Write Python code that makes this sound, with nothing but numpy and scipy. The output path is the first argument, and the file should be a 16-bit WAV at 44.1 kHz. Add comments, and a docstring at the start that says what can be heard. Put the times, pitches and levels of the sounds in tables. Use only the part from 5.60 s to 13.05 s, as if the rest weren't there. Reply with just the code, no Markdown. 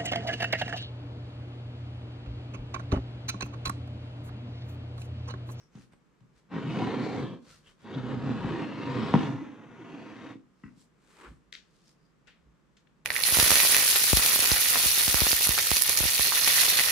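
"""Soft finger brushes and light taps sound over the steady ventilation of a quiet office.
Two hands then turn a small metal-and-plastic case on a wooden desk, in two long pushes and a last nudge.
Its feet scrape and squeak as they slip, judder where they grip, and drop once with a sharp knock that
rings desk and case together. The last finger lets go with a hollow clack, an arm rustles away,
and a few light plastic clicks follow."""
import sys
import numpy as np
from scipy import signal
from scipy.fft import rfft, irfft, next_fast_len
from scipy.io import wavfile
from scipy.ndimage import uniform_filter1d

SR = 44100
rng = np.random.default_rng(int(sys.argv[2]) if len(sys.argv) > 2 else 0)


def output_pcm(signal):
    """Save a mono or channel-first signal as 16-bit PCM at the path in sys.argv[1].

    Samples are clipped to [-1, 1] before scaling.
    """
    pcm = np.clip(np.atleast_2d(signal).T, -1, 1) * 32767
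    wavfile.write(sys.argv[1], SR, np.round(pcm).astype(np.int16))


N = 328545
T = np.arange(N) / SR  # seconds through the whole scene
EVENT_T = T[:SR // 2]  # seconds through one short event
FREQS = np.fft.rfftfreq(N, 1 / SR)

# The tone of air, skin, a hard blow, a click, a bump and cloth. Each row: frequency in Hz, level in dB.
AIR_TONE = [(20, -19), (35, -10), (56, -0.5), (90, -20), (150, 1.5), (260, -6.5), (450, -11), (760, -20),
            (1150, -16), (2200, -24), (4000, -31.5), (7800, -34.5), (9500, -43), (12500, -44.5),
            (15500, -68)]
SKIN_TONE = [(150, 9.5), (300, -2), (520, 2.5), (750, -6), (1360, 1.5), (2200, -3.5), (3700, -12),
             (5200, -15), (8800, -22), (12500, -39.5), (15500, -43)]
CRACK_TONE = [(150, -48), (400, -1.5), (900, 6.5), (1500, -3), (3000, -4.5), (6000, 0), (14000, -23)]
CLICK_TONE = [(200, -19), (850, -38), (1100, -17), (1400, 4), (2000, 6), (2700, 5), (3600, 5.5),
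              (4800, 1.5), (7500, -1.5), (9000, -11), (13000, -13), (15500, -53)]
BUMP_TONE = [(20, -39.5), (38, -18.5), (57, 12), (75, 2.5), (110, -7), (170, 1), (300, -13), (600, -40.5),
             (1500, -71), (5000, -72)]
CLOTH_TONE = [(120, -22), (250, 0.5), (430, 3), (700, -10), (1050, 1), (1330, -1), (1700, -4),
              (3300, -12.5), (6000, -19), (8000, -15.5), (12500, -30), (15400, -36)]
# Skin sliding on lid and desk. Each row: middle and half length in seconds, level in dB,
# treble in dB above that level, swish pitch in Hz, swish in dB above that level.
FINGER_BRUSHES = [(-0.002, 0.039, -69, -15, 5540, -0.5), (0.172, 0.029, -62, -12.5, 6300, -12),
                  (0.226, 0.019, -66, -4, 8850, -14), (0.333, 0.012, -62.5, -16, 8200, -14),
                  (0.778, 0.021, -70, -6, 4540, -19), (1.914, 0.048, -61, -2, 4350, -9),
                  (2.086, 0.031, -62.5, -7.5, 7200, -22), (2.221, 0.024, -62.5, -12.5, 3500, -16),
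                  (5.057, 0.075, -77, -5, 5140, -9), (5.209, 0.024, -79.5, 11, 7600, 7),
                  (6.194, 0.087, -78.5, 2, 4620, -7), (6.287, 0.022, -82.5, 9, 5160, 12),
                  (6.444, 0.038, -90.5, -1, 4860, 9), (6.687, 0.013, -64.5, -15, 2610, -1)]
# Blows on case and desk. Each row: start in seconds, thud level in dB, thud cutoff in Hz,
# crack level in dB, left minus right in dB, a factor on the ring time.
BLOWS = [(0.151, -14, 189, -37.5, 1, 1.6), (0.1754, -26, 480, -41, 0.5, 0.76),
         (0.335, -32, 450, -42, -4, 0.82), (0.608, -23.5, 121, -49, 2, 2.6),
         (0.913, -17, 250, -40, 3, 0.76), (0.964, -2, 340, -27, 0, 0.95), (1.066, -7.5, 202, -30, 3, 0.66),
         (1.221, 0.5, 450, -21.5, 5, 0.7), (1.341, -3.5, 408, -19, 1, 0.5), (1.464, -12, 520, -15, 4, 0.81),
         (1.525, -7.5, 300, -18, 5, 2.2), (2.692, -6.5, 480, -17, 1.5, 0.87),
         (2.821, -15, 400, -20, 2.5, 0.44), (2.843, 0.5, 235, -13, 3.5, 0.82),
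         (3.119, -19, 400, -22, 2.5, 0.83), (3.5394, 14, 241.6, 5, 1, 0.93),
         (3.552, -1.5, 400, -2, -2, 0.39), (3.559, 8.5, 249, -13, 4.5, 0.33),
         (3.607, -2, 303, -23, -7, 0.28), (3.823, -22, 406, -41, 0, 0.7),
         (4.754, -16.5, 354, -44, -1, 1.23), (5.0358, -12.5, 254, -54, 4, 1.6),
         (5.1, -34, 279, -59, -2, 0.9), (5.172, -29.5, 260, -54, -3, 0.52),
         (5.676, -23.5, 480, -44, 1, 0.84), (6.678, -46, 400, -43, 7, 1.2)]
# Modes are the notes an object rings at; ring time (t60) is how long one takes to fall by 60 dB.
# Here: the case on the desk, a small plastic part, and the thin shell damped by a finger.
# Each row: pitch in Hz, relative level in dB, ring time in seconds.
DESK_MODES = [(76, -16.5, 0.2), (125.5, 3, 0.33), (129.5, -0.5, 0.11), (160, 3, 0.098), (184, 0.5, 0.19),
              (211.2, 7.5, 0.12), (246.6, 9, 0.36), (272.2, 8.5, 0.18), (312.5, 3.5, 0.17),
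              (380.2, 2.5, 0.2), (426, -5, 0.086), (481.4, -2.5, 0.16), (663, -9.5, 0.033),
              (777, -5.5, 0.092), (939, -0.5, 0.088), (1031, -9, 0.017), (1380, -24.5, 0.051),
              (1564, -19.5, 0.067), (1950, -43.5, .05), (2500, -21, 0.03), (2860, -38, 0.05),
              (3193, -34.5, 0.1)]
PING_MODES = [(2120, -6.5, 0.014), (3290, -6, 0.014), (3790, -4, 0.01), (5830, -15, 0.0097),
              (7470, -17, 0.011)]
SHELL_MODES = [(1061, -6, 0.061), (1282, -2, 0.07), (1370, 0, 0.04), (1536, -2, 0.06), (1940, 2, 0.06),
               (1990, -1, 0.035), (2260, -16, 0.04), (2660, -4, 0.063), (2810, -5, 0.045)]
# The blur of short-lived modes between the desk's clear ones. Each row: frequency in Hz, level in dB.
DENSE_TONE = [(70, -47), (150, -31), (400, -14), (560, -20), (690, -19), (830, -7.5), (1000, -14.5),
              (1400, -13.5), (1900, -18), (3000, -25), (4200, -30), (5600, -38.5), (7500, -44),
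              (10000, -56.5), (12500, -61.5), (15500, -80.5)]
# Plastic clicks and scuffs. Each row: start in seconds, level in dB, cutoff in Hz, rise time and
# snap ring time in seconds, left minus right in dB, relative ping level in dB.
PLASTIC_CLICKS = [(0.154, -40.5, 8000, 0.0005, 0.019, -6, -14), (0.1755, -53, 8000, 0.0005, 0.012, -8, -15),
                  (0.326, -55, 10000, 0.0005, 0.012, -1, -20), (0.605, -49.5, 9050, 0.0003, 0.027, -1, -20),
                  (5.924, -33, 9050, 0.0001, 0.0054, -1.5, -6),
                  (5.9267, -18, 14900, 0.000095, 0.0067, 4.5, 3), (5.936, -20, 7040, 0.0011, 0.093, 1, -30),
                  (5.9517, -19, 5370, 0.000071, 0.007, 5, 5), (5.96, -26.5, 6000, 0.0002, 0.32, 2, -18),
                  (6.272, -47, 9120, 0.001, 0.044, 7, -31), (6.67, -34, 8500, 0.0037, 0.086, 5, -28),
                  (6.673, -26.5, 3385, 0.0077, 0.33, 1.5, -27),
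                  (7.168, -35, 9100, 0.00051, 0.11, 0.5, -31.5), (7.271, -42, 3480, 0.0002, 0.023, 8, -33)]
# How hard the feet scrape, one list each for the two turns and the nudge.
# Each row: time in seconds, effort in dB.
PUSH_EFFORTS = [
    [(0.88, -83), (0.915, -54.5), (0.945, -45), (1.04, -49), (1.13, -44), (1.236, -40), (1.302, -42.5),
     (1.37, -44.5), (1.44, -44), (1.47, -47), (1.52, -45), (1.596, -45), (1.752, -57), (1.82, -79),
     (1.88, -72)],
    [(2.2, -91), (2.25, -56), (2.28, -52.5), (2.39, -47.5), (2.42, -52.5), (2.504, -45), (2.6, -49.5),
     (2.69, -42.5), (2.77, -46.5), (2.87, -42.5), (3.03, -43), (3.1, -48.5), (3.2, -44.5), (3.38, -40),
     (3.52, -41)],
    [(3.62, -38.5), (3.67, -41.5), (3.79, -51.5), (3.83, -51), (3.93, -56.5), (4.07, -57.5), (4.2, -54),
     (4.344, -51.5), (4.47, -52), (4.56, -52.5), (4.708, -51), (4.83, -92)],
]
# The tone of each push at firm effort. 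Each row: drag, grit, rasp, hiss and sheen in dB above the effort,
# then brightening in dB per second as weight comes off the feet (each band takes its own share).
PUSH_BANDS = [(8.5, -2, -7.5, -16.5, -33, -5), (6, -3, -7.5, -13, -35.5, 3.5),
              (2.5, -4.5, -7, -16.5, -24.5, 1)]
# The rise and fall of the scrape's fine hiss. Each row: time in seconds, added level in dB.
HISS_BOOST = [(0.95, -1.5), (1.05, 1.5), (1.14, 3.5), (1.25, 1.5), (1.33, 0.5), (1.46, 7.5), (1.7, 3),
              (2.6, -4), (3.5, -2), (3.62, 1), (3.8, -5), (4.05, -10.5), (4.3, -4.5), (4.65, -0.5)]
# The scrape's detour by the screen behind, changing as the case turns.
# Each row: time in seconds, delay in milliseconds.
SCREEN_DELAYS = [(0.901, 2.55), (1.8, 3.07), (2.3, 2.6), (3.001, 3.24), (3.6, 4.6), (4.799, 3.65)]
# A foot grips and slips in rhythm, faster under a light load.
# Each row: start and length in seconds, slips per second, level in dB.
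FOOT_GRIPS = [(0.92, 0.065, 164, -36), (1.031, 0.052, 130, -35.5), (1.052, 0.037, 162, -30.5),
              (1.18, 0.029, 154, -44), (1.222, 0.037, 236, -45), (1.302, 0.2, 128, -42),
              (1.359, 0.041, 250, -29.5), (1.583, 0.057, 140, -33.5), (1.658, 0.098, 180, -49),
              (1.77, 0.06, 260, -50.5), (2.346, 0.18, 126, -36.5), (2.501, 0.076, 128, -33.5),
              (2.627, 0.094, 130, -30), (2.733, 0.04, 113, -34), (2.875, 0.18, 330, -37.5),
              (3.255, 0.2, 124, -35), (3.626, 0.12, 138, -34.5), (3.695, 0.087, 294, -38.5),
              (3.807, 0.039, 285, -40.5), (3.869, 0.13, 277, -48.5), (4.111, 0.018, 230, -51),
              (4.186, 0.028, 350, -45), (4.278, 0.025, 287, -49), (4.325, 0.033, 307, -40.5),
              (4.45, 0.16, 297, -51.5), (4.629, 0.14, 296, -50.5)]
# Squeaks and groans of fingers and feet. Each row: middle and half length in seconds, pitch in Hz,
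# spread to each side as a share of the pitch, glide in octaves per second, level in dB.
FRICTION_SQUEAKS = [(1.108, 0.018, 2590, 0.05, -0.28, -50.5), (1.16, 0.098, 2900, 0.045, 0.2, -54.5),
                    (1.224, 0.066, 754, 0.059, 0, -42), (1.246, 0.037, 978, 0.034, 0.2, -42),
                    (1.461, 0.1, 2280, 0.04, -0.3, -51.5), (1.465, 0.0073, 432.5, 0.17, 0, -36.5),
                    (1.498, 0.087, 731, 0.02, 0, -46), (1.518, 0.094, 1900, 0.034, -0.55, -62),
                    (1.672, 0.014, 1750, 0.022, -0.29, -57), (1.66, 0.055, 3330, 0.067, -0.47, -58),
                    (1.918, 0.024, 1350, 0.035, 0.94, -63.5), (2.075, 0.018, 3030, 0.08, -0.13, -60.5),
                    (2.35, 0.014, 3430, 0.12, 0, -52), (3.113, 0.16, 2740, 0.05, -0.15, -55.5),
                    (4.68, 0.028, 507, 0.037, 0.089, -49), (4.704, 0.015, 767, 0.098, 0.22, -57),
                    (5.629, 0.031, 1200, 0.066, 0.94, -66), (5.661, 0.014, 1510, 0.13, 0, -55)]
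# Dull, low thumps in the desk, from hands, an arm and the case dropping.
# Each row: middle in seconds, level in dB, half length in seconds.
DESK_BUMPS = [(2.494, -56, 0.063), (2.881, -48, 0.078), (3.566, -51.5, 0.058), (5.058, -45, 0.0047),
              (5.71, -50, 0.027), (6.875, -65, 0.042)]
# The last finger snaps off the case and grazes it again.
# Each row: start in seconds, level in dB, rise time in seconds.
LAST_TOUCHES = [(5.0364, -25, 0.0003), (5.058, -32, 0.0057), (5.077, -35, 0.005)]
# Stereo width. Each row: frequency in Hz, level in dB of what differs between the sides over what is shared.
STEREO_WIDTH = [(60, -22.5), (120, -25), (170, -18), (240, -2.5), (400, -15), (1200, -5.5), (4000, -4.5),
                (9000, -5.5)]
# The tilt between the two microphones. Each row: frequency in Hz, left minus right in dB.
MIC_BALANCE = [(70, -3), (150, -0.5), (240, -2.5), (450, -0.5), (1000, -1), (2400, 3), (4400, 1),
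               (8000, 0.5), (14000, -4)]


def undb(db):
    """Turn decibels into a gain."""
    return 10 ** (np.asarray(db) / 20)


def unit(x):
    """Scale to an average power of 1."""
    return x / np.sqrt(np.mean(x ** 2))


def norm(x):
    """Scale a short sound to a total energy of 1 per channel."""
    return x / np.sqrt(np.mean(np.sum(x ** 2, axis=-1)))


def gains(tone, freqs):
    """Read the gain at each frequency from a tone table."""
    hz, db = np.transpose(tone)
    return undb(np.interp(np.log(freqs + 1), np.log(hz), db))


def ring(x, response):
    """Let every sample of x set off a copy of the response."""
    return signal.oaconvolve(np.atleast_2d(x), np.atleast_2d(response), axes=-1)[:, :np.shape(x)[-1]]


def colour(x, tone, size=4096):
    """Filter x to follow a tone table."""
    cepstrum = irfft(np.log(gains(tone, np.fft.rfftfreq(size, 1 / SR))))
    # fold the filter forward in time, so nothing sounds before its cause
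    cepstrum[1:size // 2] *= 2
    cepstrum[size // 2 + 1:] = 0
    return ring(x, irfft(np.exp(rfft(cepstrum))))


def cut(x, hz, kind, order=4):
    """Keep the lows, the highs or a band."""
    sections = signal.butter(order, np.minimum(hz, SR / 2 - 100), kind, fs=SR, output="sos")
    return signal.sosfilt(sections, x + 1e-18)


def split(x, edges_hz):
    """Split a sound into neighbouring bands of equal power."""
    below = [0] + [1 / (1 + (FREQS / hz) ** 18) for hz in edges_hz] + [1]
    spectrum = rfft(x)
    return [unit(irfft(spectrum * (upper - lower), N)) for lower, upper in zip(below, below[1:])]


def fade(t60):
    """Die away by 60 dB in t60 seconds."""
    return np.exp(-np.log(1000) * EVENT_T / t60)


def chime(modes):
    """One fading sine wave for each mode, added up."""
    return sum(undb(db) * fade(t60) * np.sin(2 * np.pi * hz * EVENT_T) for hz, db, t60 in modes)


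def swell(middle, width_s):
    """A smooth rise and fall."""
    return np.exp(-.5 * np.minimum(np.abs(T - middle) / width_s, 10) ** 2)


def waver(hz):
    """A slow random wobble for one short event."""
    return unit(cut(rng.standard_normal(len(EVENT_T)), hz, "low", order=2))


def pan(db):
    """Left and right gains, db apart."""
    return undb(np.array([[db], [-db]]) / 2)


def stereo_noise(size):
    """Noise that is alike on both sides in the bass and differs in the treble."""
    padded = next_fast_len(size, True)
    mid, side = rng.standard_normal((2, padded))
    width = gains(STEREO_WIDTH, np.fft.rfftfreq(padded, 1 / SR))
    spectrum = rfft(mid) + np.array([[1], [-1]]) * width * rfft(side)
    return irfft(spectrum / np.sqrt(1 + width ** 2), padded)[:, :size]


def add(track, seconds, sound):
    """Mix a sound in at the given time."""
    start = int(seconds * SR)
    track[:, start:start + sound.shape[1]] += sound[:, :N - start]


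def ventilation(level_db=-66):
    """Steady air noise comes from all round the room."""
    air = stereo_noise(N) + rng.standard_normal((2, N))
    return unit(irfft(rfft(air) * gains(AIR_TONE, FREQS), N)) * undb(level_db)


def rub(tone, dull_gain, bright_gain, pan_db, flicker_db=2.0):
    """Soft rubbing is countless weak slips, with separate gains for its dull and bright parts."""
    noise = stereo_noise(N)
    flicker = unit(cut(rng.standard_normal(N), 150, "low", order=2))
    grain = colour(noise * undb(flicker_db * flicker), tone)
    dull, bright = unit(cut(grain, 3460, "low")), unit(cut(grain, 4030, "high"))
    return pan(pan_db) * (dull * dull_gain + bright * bright_gain)


def fingers(swish_spread=0.035, ticks_per_s=350, ticks_db=-5):
    """Each brush swells and fades; skin ridges catch in tiny ticks and swish round one pitch."""
    dull = sum(undb(db) * swell(middle, width) for middle, width, db, *_ in FINGER_BRUSHES)
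    bright = sum(undb(db + treble_db) * swell(middle, width)
                 for middle, width, db, treble_db, *_ in FINGER_BRUSHES)
    catches = (rng.random(N) < ticks_per_s / SR) * rng.standard_normal((2, N))
    ticks = unit(cut(catches, [2500, 9000], "band", order=2))
    out = rub(SKIN_TONE, dull, bright, pan_db=0.5) + undb(ticks_db) * bright * ticks
    friction = stereo_noise(N) + unit(catches)
    for middle, width, db, _, hz, swish_db in FINGER_BRUSHES:
        swish = unit(cut(friction, [hz * (1 - swish_spread), hz * (1 + swish_spread)], "band", order=1))
        out += undb(db + swish_db) * swell(middle, width) * swish
    return out


def desk_ring(sustain):
    """The clear modes of case and desk start together, each a little out of step at the two sides."""
    out = 0
    for k, (hz, db, t60) in enumerate(DESK_MODES):
        phase = (-1) ** k * np.array([[1], [-1]]) * np.arctan(gains(STEREO_WIDTH, hz))
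        strength = undb(db) * 2 * np.log(1000) / (t60 * SR)  # a longer ring starts weaker
        out = out + strength * fade(t60 * sustain) * np.cos(2 * np.pi * hz * EVENT_T + phase)
    # the panels give off little below their first strong mode or above their highest
    return cut(cut(out, 105, "high", order=3), 3190, "low")


def dense_ring(t60):
    """One point of contact rings a blur of modes; no two points sound alike."""
    return colour(norm(stereo_noise(len(EVENT_T)) * fade(t60)), DENSE_TONE)


def knocks(thud_floor_hz=130):
    """A blow's weight thuds in the desk and its edge cracks in the case. A firm hold shortens the ring."""
    out = np.zeros((2, N))
    for start, thud_db, cutoff_hz, crack_db, pan_db, sustain in BLOWS:
        ringing = desk_ring(sustain)
        thud = norm(cut(cut(ringing, cutoff_hz, "low"), thud_floor_hz, "high", order=3))
        crack = norm(colour(ringing + dense_ring(t60=0.051), CRACK_TONE))
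        add(out, start, pan(pan_db) * (undb(thud_db) * thud + undb(crack_db) * crack))
    return out


def clicks(rattle_db=-20):
    """Small plastic parts snap and rattle; a hard contact adds a ping, a soft one has less treble."""
    out = np.zeros((2, N))
    rattle = undb(rattle_db) * fade(t60=0.25)
    ping = cut(chime(PING_MODES), 1600, "high")
    for start, db, cutoff_hz, rise_s, snap_t60, pan_db, ping_db in PLASTIC_CLICKS:
        snap = colour(stereo_noise(len(EVENT_T)) * (fade(snap_t60) + rattle), CLICK_TONE)
        click = (snap + undb(ping_db) * ping) * np.minimum(EVENT_T / rise_s, 1)
        add(out, start, undb(db) * pan(pan_db) * norm(cut(click, cutoff_hz, "low", order=3)))
    return out


def slips(per_s=1500, scatter_db=3.0):
    """One second of tiny contacts breaking at random moments, with uneven force."""
    breaks = rng.random(SR) < per_s / SR
    force, direction = rng.standard_normal((2, SR))
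    return unit(breaks * np.sign(direction) * undb(scatter_db * np.clip(force, -2, 2)))


def sliding_feet(ringing, step_s=0.12, spots_at_once=3):
    """The feet keep reaching new spots on the desk, and each spot rings in its own way."""
    out = np.zeros((2, N))
    spot_s = spots_at_once * step_s
    load = np.sin(np.pi * np.minimum(T[:SR] / spot_s, 1))
    first, last = PUSH_EFFORTS[0][0][0], PUSH_EFFORTS[-1][-1][0]
    for start in np.arange(first - spot_s, last, step_s):
        add(out, start, ring(slips() * load, ringing + dense_ring(t60=0.033)))
    return out


def screen_echo(x, echo_db=-12):
    """Sound bounces off the screen; the changing delay sweeps ripples through the tone."""
    earlier = T - np.interp(T, *np.transpose(SCREEN_DELAYS)) / 1000
    echo = np.array([np.interp(earlier, T, channel) for channel in x])
    return unit(x + undb(echo_db) * echo)


def effort(offsets_db, follow, linger_s, drift=0, firm_db=-38):
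    """One scrape band's gain: `follow` dB per dB of effort, plus the share `drift` of the brightening."""
    times, levels = [], []
    for push, offset_db, (*_, brightening) in zip(PUSH_EFFORTS, offsets_db, PUSH_BANDS):
        seconds, db = np.transpose(push)
        drift_db = drift * brightening * (seconds - (seconds[0] + seconds[-1]) / 2)
        times += list(seconds)
        levels += list(firm_db + follow * (db - firm_db) + offset_db + drift_db)
    gain = undb(np.interp(T, times, levels, left=-200, right=-200))
    moving = (T < PUSH_EFFORTS[0][-1][0]) | (T > PUSH_EFFORTS[1][0][0])  # still between the turns
    linger = np.exp(-1 / (linger_s * SR))  # the desk rings on briefly
    return np.sqrt(signal.lfilter([1 - linger], [1, -linger], moving * gain ** 2 + 1e-18))


def scrape(ringing, sheen_hz=6150, sheen_spread=0.057):
    """The feet slip across the wood; low drag, grit, rasp and high hiss each follow the effort."""
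    drag, grit, rasp, hiss = split(sliding_feet(ringing), edges_hz=[630, 1450, 3300])
    rasp = screen_echo(rasp)
    hiss = screen_echo(hiss) * undb(np.interp(T, *np.transpose(HISS_BOOST)))
    # the sheen is one faint, high ring of the feet
    sheen_band = [sheen_hz * (1 - sheen_spread), sheen_hz * (1 + sheen_spread)]
    sheen = unit(cut(stereo_noise(N), sheen_band, "band", order=1))
    drag_db, grit_db, rasp_db, hiss_db, sheen_db, _ = np.transpose(PUSH_BANDS)
    return (drag * effort(drag_db, follow=1.0, linger_s=0.0025, drift=-0.8)
            + grit * effort(grit_db, follow=1.0, linger_s=0.0019)
            + rasp * effort(rasp_db, follow=0.99, linger_s=0.0045, drift=0.29)
            + hiss * effort(hiss_db, follow=0.88, linger_s=0.0039, drift=0.3)
            + sheen * effort(sheen_db, follow=0.89, linger_s=0.004))


def judder(ringing, slowing=0.2, unsteady=0.035, lurch_db=5.0, direct_db=3, rise_s=0.011, fall_s=0.014):
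    """A gripping foot loads up and lets go in an uneven, slowing sawtooth that shakes the desk."""
    out = np.zeros((2, N))
    for start, length, rate, db in FOOT_GRIPS:
        progress = np.minimum(EVENT_T / length, 1)
        hz = rate * (1 - slowing * (progress - .5)) * (1 + unsteady * waver(hz=40))
        saw = cut(np.cumsum(hz) / SR % 1 - .5, 262, "low", order=3)  # the soft foot rounds it off
        shake = cut(unit(ring(saw, ringing)) + undb(direct_db) * unit(saw), 88, "high", order=6)
        # even out the level: the hand's push, not the nearest mode, sets how hard it shakes
        shake /= np.sqrt(uniform_filter1d(np.mean(shake ** 2, axis=0), size=2000))
        grip = np.minimum(EVENT_T / rise_s, 1) * np.exp(-np.maximum(EVENT_T - length, 0) / fall_s)
        lurch = unit(undb(lurch_db * np.tanh(waver(hz=25))))
        add(out, start, undb(db) * grip * lurch * shake)
    return out


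def squeaks():
    """Fast, ragged sticking and slipping gathers round one pitch, which glides as the contact moves."""
    out = np.zeros((2, N))
    t = np.arange(-SR // 2, SR // 2) / SR
    for middle, width, hz, spread, glide, db in FRICTION_SQUEAKS:
        ragged = cut(stereo_noise(len(t)) + 1j * stereo_noise(len(t)), hz * spread, "low", order=2)
        phase = 2 * np.pi * np.cumsum(hz * 2 ** (glide * t)) / SR
        tone = unit(np.real(ragged * np.exp(1j * phase)))  # lifts the slow noise up to the pitch
        add(out, middle + t[0], undb(db) * tone * np.exp(-.5 * (t / width) ** 2))
    return out


def bumps():
    """Hands, an arm and the dropping case make dull, low thumps in the desk."""
    level = sum(undb(db) * swell(middle, width) for middle, db, width in DESK_BUMPS)
    return level * unit(colour(stereo_noise(N), BUMP_TONE))


def letting_go(pan_db=2, tail_db=-8, chafe_db=-6):
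    """The shell gives a small, hollow clack as the last finger snaps and chafes off it."""
    shell = norm(chime(SHELL_MODES))
    out = np.zeros((2, N))
    for start, db, rise_s in LAST_TOUCHES:
        friction = stereo_noise(len(EVENT_T)) * (fade(t60=0.01) + undb(tail_db) * fade(t60=0.19))
        chafe = norm(cut(friction, [1000, 2400], "band", order=2))
        clack = (shell + undb(chafe_db) * chafe) * np.minimum(EVENT_T / rise_s, 1)
        add(out, start, undb(db) * pan(pan_db) * norm(cut(clack, [900, 2700], "band")))
    return out


def arm(peak_s=5.662, peak_db=-50, rise_db_per_s=101, fall_db_per_s=266, hiss_db=-68.5, lead_s=0.076):
    """Cloth rustles louder as the arm speeds up, then quiets as it stops; the hiss peaks a little early."""
    rustle_db = peak_db - np.maximum(rise_db_per_s * (peak_s - T), fall_db_per_s * (T - peak_s))
    hiss_gain = undb(hiss_db) * swell(peak_s - lead_s, width_s=0.1)
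    return rub(CLOTH_TONE, undb(rustle_db), hiss_gain, pan_db=1.5)


def office(x, bass_t60=0.32, treble_t60=0.13, bass_db=-11, treble_db=-7):
    """A small furnished room adds echoes that build up quickly and fade first in the treble."""
    echoes = rng.standard_normal((2, len(EVENT_T))) * np.clip(EVENT_T / 0.022 - .5, 0, 1)
    bass = undb(bass_db) * cut(norm(echoes * fade(bass_t60)), 1200, "low", order=2)
    treble = undb(treble_db) * cut(norm(echoes * fade(treble_t60)), 2200, "high", order=1)
    return x + ring(x, bass + treble)


def scene():
    """Everything on the desk, heard in the room over the ventilation."""
    ringing = desk_ring(sustain=1.1)
    case = scrape(ringing) + judder(ringing) + knocks() + squeaks() + letting_go()
    return office(case + fingers() + arm() + clicks() + bumps()) + ventilation()


def record(dry, rumble_hz=25, top_hz=15300):
    """Two microphones of slightly different tone pick up the scene; rumble and the very top are cut."""
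    left, right = irfft(rfft(dry) * gains(MIC_BALANCE, FREQS) ** np.array([[.5], [-.5]]), N)
    left = np.append(0, left[:-1])  # further away, so one sample late
    both = cut(np.array([left, right]), rumble_hz, "high", order=3)
    return signal.sosfilt(signal.ellip(8, .2, 70, top_hz, fs=SR, output="sos"), both)


dry = scene()
out = record(dry)
output_pcm(out)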